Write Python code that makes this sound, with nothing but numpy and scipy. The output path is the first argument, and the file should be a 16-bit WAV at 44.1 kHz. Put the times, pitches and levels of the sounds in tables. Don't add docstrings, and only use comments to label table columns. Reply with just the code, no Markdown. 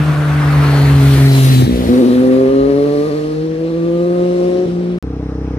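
import sys
import numpy as np
from scipy import signal
from scipy.fft import rfft, irfft
from scipy.io import wavfile
from scipy.ndimage import uniform_filter1d, minimum_filter1d

SR = 44100
rng = np.random.default_rng(int(sys.argv[2]) if len(sys.argv) > 2 else 0)


def linear_from_db(decibels):
    return 10 ** (np.asarray(decibels, float) / 20)


def dump_mix(stems):
    frames = np.atleast_2d(stems).T
    limited = np.clip(frames, -1, 1)
    pcm = np.round(limited * 32767).astype(np.int16)
    wavfile.write(sys.argv[1], SR, pcm)


N = 246078

# time in seconds, firing rate in Hz, level in dB,
# bite of the higher orders in dB.
APPROACH_STATE = [(0.0, 151, -8.5, -7), (0.2, 148.6, -12.5, -2.5), (0.45, 146.6, -10.5, -6),
                  (0.7, 142.9, -10, -1), (1.03, 138.5, -7.5, -2), (1.382, 134.7, -7.5, 6),
                  (1.59, 128.3, -6.5, -3.5), (1.62, 126.7, -10, 6.5), (1.66, 133, -13.5, 2)]
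STUMBLE_STATE = [(1.668, 121.6, -1.5, 0), (1.76, 123, -2, 1.5), (1.868, 125.4, -2.5, -4.5),
                 (1.885, 125.5, -0.5, 1.5)]
PULL_STATE = [(1.89, 120.7, 2, -2.5), (2.05, 123.2, 0.5, -3.5), (2.15, 125.6, 0.5, -1.5),
              (2.38, 131, 1.5, -1.5), (2.8, 142.1, -1.5, 3), (3.1, 150.4, -4, 4), (3.3, 154.1, -4, -4),
              (3.6, 161.8, -3.5, -5), (3.88, 169.6, -3, -1.5), (4.18, 176.6, -1, -2), (4.5, 179.2, 0, -2),
              (4.66, 181.9, 0, -6)]
SHUT_STATE = [(4.66, 178.5, -8, -4), (4.69, 171.7, -2, 0), (4.725, 176.7, -2.5, -0.5),
              (4.967, 176.7, -4, -1), (4.987, 180, -5, -2)]
# frequency in Hz, gain in dB.
APPROACH_PIPE = [(153, 0.5), (255, -8.5), (300, -14.5), (385, -30), (405, -18.5), (450, -23), (540, -51),
                 (600, -24.5)]
STUMBLE_PIPE = [(124, -24), (248, -21), (372, -28), (496, -25.5)]
PULL_RESPONSE = [(125, -30.5), (155, -20.5), (177, -18), (183, -30), (250, -10.5),
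                 (310, -18), (358, -14.5), (375, -21), (395, -14), (470, -16.5), (560, -21), (630, -39),
             (720, -33.5)]
SHUT_PIPE = [(177, -15), (354, -18.5), (531, -32.5), (708, -53)]
# frequency in Hz, gain in dB.
SILENCER = [(500, -5), (700, 1), (850, -10.5), (1030, -9), (1130, -5), (1230, 1.5), (1330, -21.5),
            (1800, -10.5), (2300, -19), (3000, -27)]
# release in seconds,
# swing as a share of speed, wind-up in seconds, period in seconds, decay in seconds.
JOLTS = [(2.0, 0.0772, 0.0493, 0.0784, 0.081), (3.079, 0.0584, .015, 0.093, 0.067),
         (3.69, 0.021, 0.014, 0.0915, 0.1)]
# time in seconds, level in dB, ring in Hz.
MISFIRES = [(1.6221, 2.5, 320), (1.633, -5, 120), (1.666, -2, 250), (1.89, -6, 300), (4.658, -12, 200)]
# time in seconds, nearness in dB, engine load in dB.
BIKE = [(0.0, -17.5, -6.5), (0.3, -17, -10), (0.73, -11.5, -5), (1.01, -8.5, -3.5), (1.09, -4.5, -4.5),
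        (1.28, -6, -7), (1.45, -0.5, -3), (1.61, -3.5, 0), (1.68, -13, -14), (1.9, -13, 2.5),
        (2.12, -16.5, -4), (2.6, -25, -6), (3.05, -20, -10.5), (3.5, -29, -13.5), (4.13, -25, -9.5),
        (4.45, -22.5, -4), (4.7, -27, -4.5), (4.97, -31.5, -8.5)]
# time in seconds, lag in samples.
PORT_LAG = [(0, 1), (1.2, 2.6), (1.6, 21.8), (2.1, 13.4), (4.9, 11.6), (5.1, 4.1)]
# frequency in Hz, left over right in dB.
PORT_SHADE = [(60, 0.5), (250, .5), (500, 0.5), (700, 7), (1300, 6.5), (4000, 2.5)]
# frequency in Hz, left over right in dB.
ROAD_TILT = [(60, 1), (180, 2.5), (540, 0.5), (1640, 1), (4930, 2), (14800, 6)]
# frequency in Hz, share from one direction.
ROAD_SHARED = [(30, 0.34), (300, 1), (700, 0.81), (1500, 0.33), (4000, 0.47), (12000, 0.13)]
# frequency in Hz, level in dB per Hz.
ROAD_SPECTRUM = [(15, -56.5), (25, -37), (59, -34.5), (107, -15.5), (136, -2.5), (155, -10.5), (214, -3),
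                 (329, 2), (454, -2.5), (912, -24), (1440, -32), (4100, -53), (7210, -58.5), (9430, -55.5),
                 (15300, -60.5)]
# closest time in seconds, tyre level in dB, half width in seconds,
# groove resonance in Hz.
WHEEL_PASSES = [(0.1, -24.5, 0.77, 1680), (0.6, -19.5, 0.32, 1070), (0.9, -38.5, 0.09, 890),
                (1.1, -24, 0.23, 1560), (1.48, -28.5, 0.05, 2260), (2.27, -33.5, 0.27, 1770),
                (3.35, -44, 0.13, 1840), (5.7, -38, 0.45, 947)]
# peak
# time in seconds, drone in Hz, level in dB, half width in seconds.
DRONE_SURGES = [(0.05, 77.7, -21.5, 0.24), (0.37, 76, -19.5, 0.12), (0.61, 75.05, -19, 0.11),
                (0.96, 74.1, -10.5, 0.17), (1.15, 70.8, -18.5, .12), (1.63, 81.5, -9.5, 0.035),
                (1.76, 61.7, -9.5, 0.033), (1.89, 75.1, -13.5, 0.032), (2.2, 72.5, -31, .06),
                (2.6, 56, -26.5, 0.11), (4.801, 56.9, -44, 0.33)]
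# time in seconds, tooth rate in Hz, level in dB.
GEAR_WHINE = [(.5, 4360, -46), (.75, 4300, -33.5), (1.2, 4160, -36), (1.28, 4090, -26), (1.37, 4050, -26),
              (1.44, 3860, -30), (1.53, 4045, -21), (1.61, 3890, -29), (1.75, 3760, -36), (2.2, 3900, -46),
              (3.1, 4360, -43.5), (4.9, 3885, -60), (5.1, 4020, -58.5)]
# peak time in seconds, level in dB, half width in seconds.
INSECT_SWELLS = [(3.1, -51, .6), (4.5, -50, 0.27), (5.5, -56.5, .4)]
# start in seconds, end in seconds.
DROPOUT_S = (4.986, 5.0259)
# time in ms, height, width in ms.
TWIN_CYCLE = [(0, -1., .6), (1.8, .2, .6), (3.6, .3, .6), (5.5, .75, .6), (7, -.4, .55), (9.6, .5, 1.4),
              (14.2, -.85, 1.6), (20.5, .45, 3.), (28, -.15, 2.5)]
# multiple of the cycle rate, level in dB.
TWIN_ORDERS = [(1, -17), (2, 5), (3, -4), (4, -1.5), (5, -2), (6, -5.5), (7, -12.5), (8, -3), (9, 0),
               (10, -5), (11, -27), (12, -28.5), (13, -9.5), (14, -5.5), (15, -10.5), (16, -22), (17, -45),
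               (18, -38), (19, -29), (20, -27.5), (21, -25), (22, -34), (23, -25.5), (24, -34), (25, -24),
               (26, -23.5)]

BODY_DB, TYRE_DB, CHAIN_DB, HISS_DB = -26.5, -34, -25.5, -30
FAR_BODY_DB, FAR_TYRE_DB, FAR_CHAIN_DB, FAR_HISS_DB = -41, -43, -57.5, -68.5
CHAIN_PER_NEAR, CHAIN_PER_LOAD, TYRE_PER_NEAR, TYRE_PER_LOAD = 0.71, 0.11, 0.22, 0.18
FAR_NEARS_DB_PER_S, AIR_DB_PER_S = 1, 12


def evened(x):
    return x / np.sqrt(np.mean(x ** 2) + 1e-20)


def read(points, hz):
    f, value = np.transpose(points)
    return np.interp(np.log(hz + 1), np.log(f + 1), value)


def curves(rows, t):
    s, *columns = np.transpose(rows)
    return [np.interp(t, s, column) for column in columns]


def swells(rows, t, floor_db):
    power = sum(linear_from_db(db) ** 2 / (1 + ((t - s) / half_s) ** 2) ** 2 for s, db, half_s in rows)
    return 10 * np.log10(power + linear_from_db(floor_db) ** 2)


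def wander(hz, count=N):
    size = max(int(SR / hz), 1)
    smooth = uniform_filter1d(rng.standard_normal(count), size)
    return evened(uniform_filter1d(smooth, size))


def resonate(x, hz, width_hz):
    turn = np.exp(2j * np.pi * np.cumsum(hz * np.ones(len(x))) / SR)
    pole = np.exp(-np.pi * width_hz / SR)
    return 2 * (turn * signal.lfilter([1 - pole], [1, -pole], x / turn)).real


def fuzzy_band(hz, width_hz):
    return evened(resonate(resonate(rng.standard_normal(N), hz, width_hz), hz, width_hz))


def triple(rows, pipe, upper_db, uneven, firing_s, cylinders, count, rough_db, turn, early, odd):
    begin_s, end_s = rows[0][0], rows[-1][0]
    first = max(int((begin_s - .01) * SR), 0)
    t = np.arange(first, int((end_s + .01) * SR)) / SR
    n = len(t)
    hz, level_db, bite_db = curves(rows, t)
    throb_db, throb_hz, throb_s = 5.5, 10.3, 0.42
    level_db = level_db - throb_db * np.sin(np.pi * throb_hz * t) ** 2 * np.exp(-(t / throb_s) ** 2)
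    for s, swing, windup_s, period_s, decay_s in JOLTS:
        after = np.maximum(t - s, 0)
        envelope = np.exp(-after / decay_s + np.minimum(t - s, 0) / windup_s)
        hz = hz * (1 + swing * np.cos(2 * np.pi * after / period_s) * envelope)
    angle = 2 * np.pi * np.cumsum(hz * (1 + 0.005 * wander(64, n))) / SR
    angle -= np.interp(firing_s, t, angle)
    timed = angle + early * uneven * np.sin(angle / cylinders)
    shape = np.interp(t, [begin_s, end_s], turn)
    out = np.zeros(n)
    for k in range(1, count + 1):
        pipe_db = read(pipe, k * hz) if k <= 4 else upper_db + read(SILENCER, k * hz)
        order_db = level_db + bite_db * np.clip((k - 2) * 0.47, 0, 1) + pipe_db
        level = np.sqrt(2) * linear_from_db(order_db + rough_db * wander(25, n))
        out += level * np.cos(k * timed + shape + .2 * wander(20, n))
    cylinder_swing = odd[0] * np.cos(angle / cylinders) + odd[1] * np.sin(2 * angle / cylinders)
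    out *= 1 + uneven * (cylinder_swing + .1 * wander(90, n))
    edge_s = np.minimum(t - begin_s, end_s - t)
    return np.pad(out * np.clip(edge_s / 0.0072 + .5, 0, 1), (first, N - first - n))


def bike_exhaust():
    bike = triple(APPROACH_STATE, APPROACH_PIPE, upper_db=-33, uneven=.12, firing_s=1.618, cylinders=3,
                  count=7, rough_db=.8, turn=(1.6, 1.6), early=.25, odd=(.15, .8))
    stumble = triple(STUMBLE_STATE, STUMBLE_PIPE, upper_db=-39, uneven=0.96, firing_s=1.7435, cylinders=2,
                     count=5, rough_db=2., turn=(1.4, 1.4), early=0, odd=(1, .3))
    bike += stumble + linear_from_db(5) * resonate(stumble + 1e-12, 231, 58)
    bike += triple(PULL_STATE, PULL_RESPONSE, upper_db=-37.5, uneven=.079, firing_s=1.8905, cylinders=3,
                   count=16, rough_db=1.2, turn=(1.3, 3.3), early=.3, odd=(1, .3))
    bike += triple(SHUT_STATE, SHUT_PIPE, upper_db=-50.5, uneven=0.22, firing_s=4.977, cylinders=3,
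                   count=8, rough_db=.8, turn=(3., 3.), early=.4, odd=(1, .3))
    pipe_cut = signal.butter(2, 57, "highpass", fs=SR, output="sos")
    return signal.sosfiltfilt(pipe_cut, bike + misfires())


def trunks(x):
    t = np.arange(int(.5 * SR)) / SR
    signs = rng.choice([-1., 1.], (2, len(t)))
    hits = rng.random((2, len(t))) < .04
    taps = signs * hits * linear_from_db(-60 * t / 0.39) * (t > .008)
    taps = signal.sosfilt(signal.butter(2, [330, 3000], "bandpass", fs=SR, output="sos"), taps)
    return signal.fftconvolve(x[None], taps / np.linalg.norm(taps[0]), axes=1)[:, :N]


def cars():
    t = np.arange(N) / SR
    hz = curves(DRONE_SURGES, t)[0]
    level_db = swells([(s, db, half_s) for s, _, db, half_s in DRONE_SURGES], t, floor_db=-38.5)
    line = np.sqrt(2) * np.sin(2 * np.pi * np.cumsum(hz) / SR)
    return linear_from_db(level_db - 3.5) * (.5 * fuzzy_band(hz, 35) + 0.62 * line) * (t < DROPOUT_S[0])


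def road_levels(t):
    near_db, load_db = curves(BIKE, t)
    far, nears_db = t > 5, FAR_NEARS_DB_PER_S * (t - 5)
    rolling_db = TYRE_DB + TYRE_PER_NEAR * near_db + TYRE_PER_LOAD * load_db
    rolling_db = np.where(far, FAR_TYRE_DB, rolling_db)
    tyre_db = swells([row[:3] for row in WHEEL_PASSES], t, rolling_db)
    chain_db = CHAIN_DB + CHAIN_PER_NEAR * near_db + CHAIN_PER_LOAD * load_db
    chain_db = np.where(far, FAR_CHAIN_DB + nears_db, chain_db)
    hiss_db = np.where(far, FAR_HISS_DB + nears_db / 2, HISS_DB + near_db)
    body_db = np.where(far, FAR_BODY_DB + nears_db, BODY_DB + load_db)
    return tyre_db, chain_db, hiss_db, body_db


def road():
    frames, hz = N // 256 + 5, np.fft.rfftfreq(1024, 1 / SR)
    column_hz = hz[:, None]
    t = np.arange(frames) * 256 / SR
    a, b, c, d, patches = rng.standard_normal((frames, 513, 5)).T
    patches = evened(uniform_filter1d(uniform_filter1d(patches, 14, 0), 10, 1))
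    flicker = evened(uniform_filter1d(rng.standard_normal(frames), 4))
    tyre_db, chain_db, hiss_db, body_db = road_levels(t)
    centres = np.log([400, 1300, 4000, 9500])
    shape = linear_from_db(read(ROAD_SPECTRUM, hz))
    level_db = 0
    for row, band_db in zip(np.eye(4), (body_db, tyre_db, chain_db, hiss_db)):
        share = np.interp(np.log(hz + 1), centres, row)
        level_db = level_db + share[:, None] * (band_db - 20 * np.log10(np.linalg.norm(share * shape)))
    groove_hz = curves(WHEEL_PASSES, t)[2]
    level_db += 2 * np.exp(-.5 * (np.log((column_hz + 1) / groove_hz) / 0.056) ** 2)
    from_ms, to_ms = 0.023, 0.76
    delay_ms = from_ms + (to_ms - from_ms) * (.5 + .5 * np.tanh((t - 2.2) / 0.22))
    level_db += 0.5 * np.cos(2 * np.pi * column_hz * delay_ms / 1000)
    air_db = 0.33 * (-37.5 - hiss_db) + AIR_DB_PER_S * np.clip(t - 2, 0, 3)
    level_db -= air_db * np.clip(column_hz / 9500 - 1, 0, 1)
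    same = np.clip(read(ROAD_SHARED, hz), 0, 1)[:, None]
    left = a + 1j * b
    late = np.exp(-2j * np.pi * column_hz * curves(PORT_LAG, t)[0] / SR)
    right = same * late * left + np.sqrt(1 - same ** 2) * (c + 1j * d)
    z = np.array([left, right])
    z *= shape[:, None] * linear_from_db(level_db + 1.36 * patches + 0.25 * flicker + 5.0)
    z *= linear_from_db(np.array([.5, -.5])[:, None, None] * read(ROAD_TILT, hz)[:, None])
    noise = signal.istft(z, nperseg=1024, noverlap=768)[1][:, :N]
    return noise * (1 + 0.03 * wander(220))


def whine():
    t = np.arange(N) / SR
    hz, db = curves(GEAR_WHINE, t)
    blur = 1 - 0.7 * np.exp(-((t - 1.23) / .5) ** 2)
    ring = 0
    for share, part in ((0.65, 1), (0.26, 0.47)):
        core = fuzzy_band(hz * part, 115)
        halo = fuzzy_band(hz * part, 600 * part)
        ring = ring + share * (np.sqrt(1 - blur) * core + np.sqrt(blur) * halo)
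    return linear_from_db(db + 2. * wander(11)) * ring


def misfires():
    t, out = np.arange(N) / SR, np.zeros(N)
    for s, db, hz in MISFIRES:
        turns = np.clip(t - s, 0, .05) * hz
        out -= linear_from_db(db) * np.sin(2 * np.pi * turns) * np.exp(-1.3 * turns)
    return out


def insects():
    band = [evened(resonate(resonate(rng.standard_normal(N), 5720, 900), 5100, 900)) for port in range(2)]
    return linear_from_db(swells(INSECT_SWELLS, np.arange(N) / SR, floor_db=-72)) * np.array(band)


def twin():
    cycle_hz, level_db, nears_db_per_s = 32.14, -21, 2.5
    t = np.arange(5 * SR, N) / SR
    n = len(t)
    angle = 2 * np.pi * cycle_hz * (t - 5.011)
    at_ms, height, width_ms = np.transpose(TWIN_CYCLE)
    out = np.zeros(n)
    for k, order_db in TWIN_ORDERS:
        rad_per_ms = 2 * np.pi * k * cycle_hz / 1000
        pulses = height * np.exp(-.5 * (rad_per_ms * width_ms) ** 2 - 1j * rad_per_ms * at_ms)
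        phase = np.angle(np.sum(pulses))
        level = linear_from_db(order_db + .8 * wander(15, n))
        out += level * np.cos(k * angle + phase + .08 * wander(15, n))
    fade_in = np.clip((t - 5) / .015, 0, 1)
    out = linear_from_db(level_db + nears_db_per_s * (t - 5)) * fade_in * evened(out)
    return np.pad(out, (N - n, 0))


def ports(x):
    n = np.arange(N)
    late = np.interp(n - curves(PORT_LAG, n / SR)[0], n, x)
    tilt = linear_from_db(read(PORT_SHADE, np.fft.rfftfreq(N, 1 / SR)) / 2)
    return np.array([irfft(rfft(x) * tilt, N), irfft(rfft(late) / tilt, N)])


def scene():
    bike = bike_exhaust()
    direct = ports(bike + twin() + cars() + whine())
    return direct + linear_from_db(-15.5) * trunks(bike) + road() + insects()


def top_cut(x):
    return signal.sosfilt(signal.butter(12, 15430, fs=SR, output="sos"), x)


def record(dry):
    t = np.arange(N) / SR
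    heard = signal.sosfiltfilt(signal.butter(2, 28, "highpass", fs=SR, output="sos"), dry)
    lowpass = signal.firwin(511, 15400, window=("kaiser", 9), fs=SR)
    heard = signal.oaconvolve(heard, lowpass[None], "same")
    peak = -minimum_filter1d(-abs(heard).max(0), 900)
    heard = heard / uniform_filter1d(np.maximum(peak / .97, 1), 600)
    heard = heard - linear_from_db(-27) * np.exp(-abs(t - DROPOUT_S[1]) / .002) * (t > 5)
    sounding = (t < DROPOUT_S[0]) | (t > DROPOUT_S[1])
    return top_cut(np.clip(heard, -1, 1) * sounding)


dry = scene()
out = record(dry)
dump_mix(out)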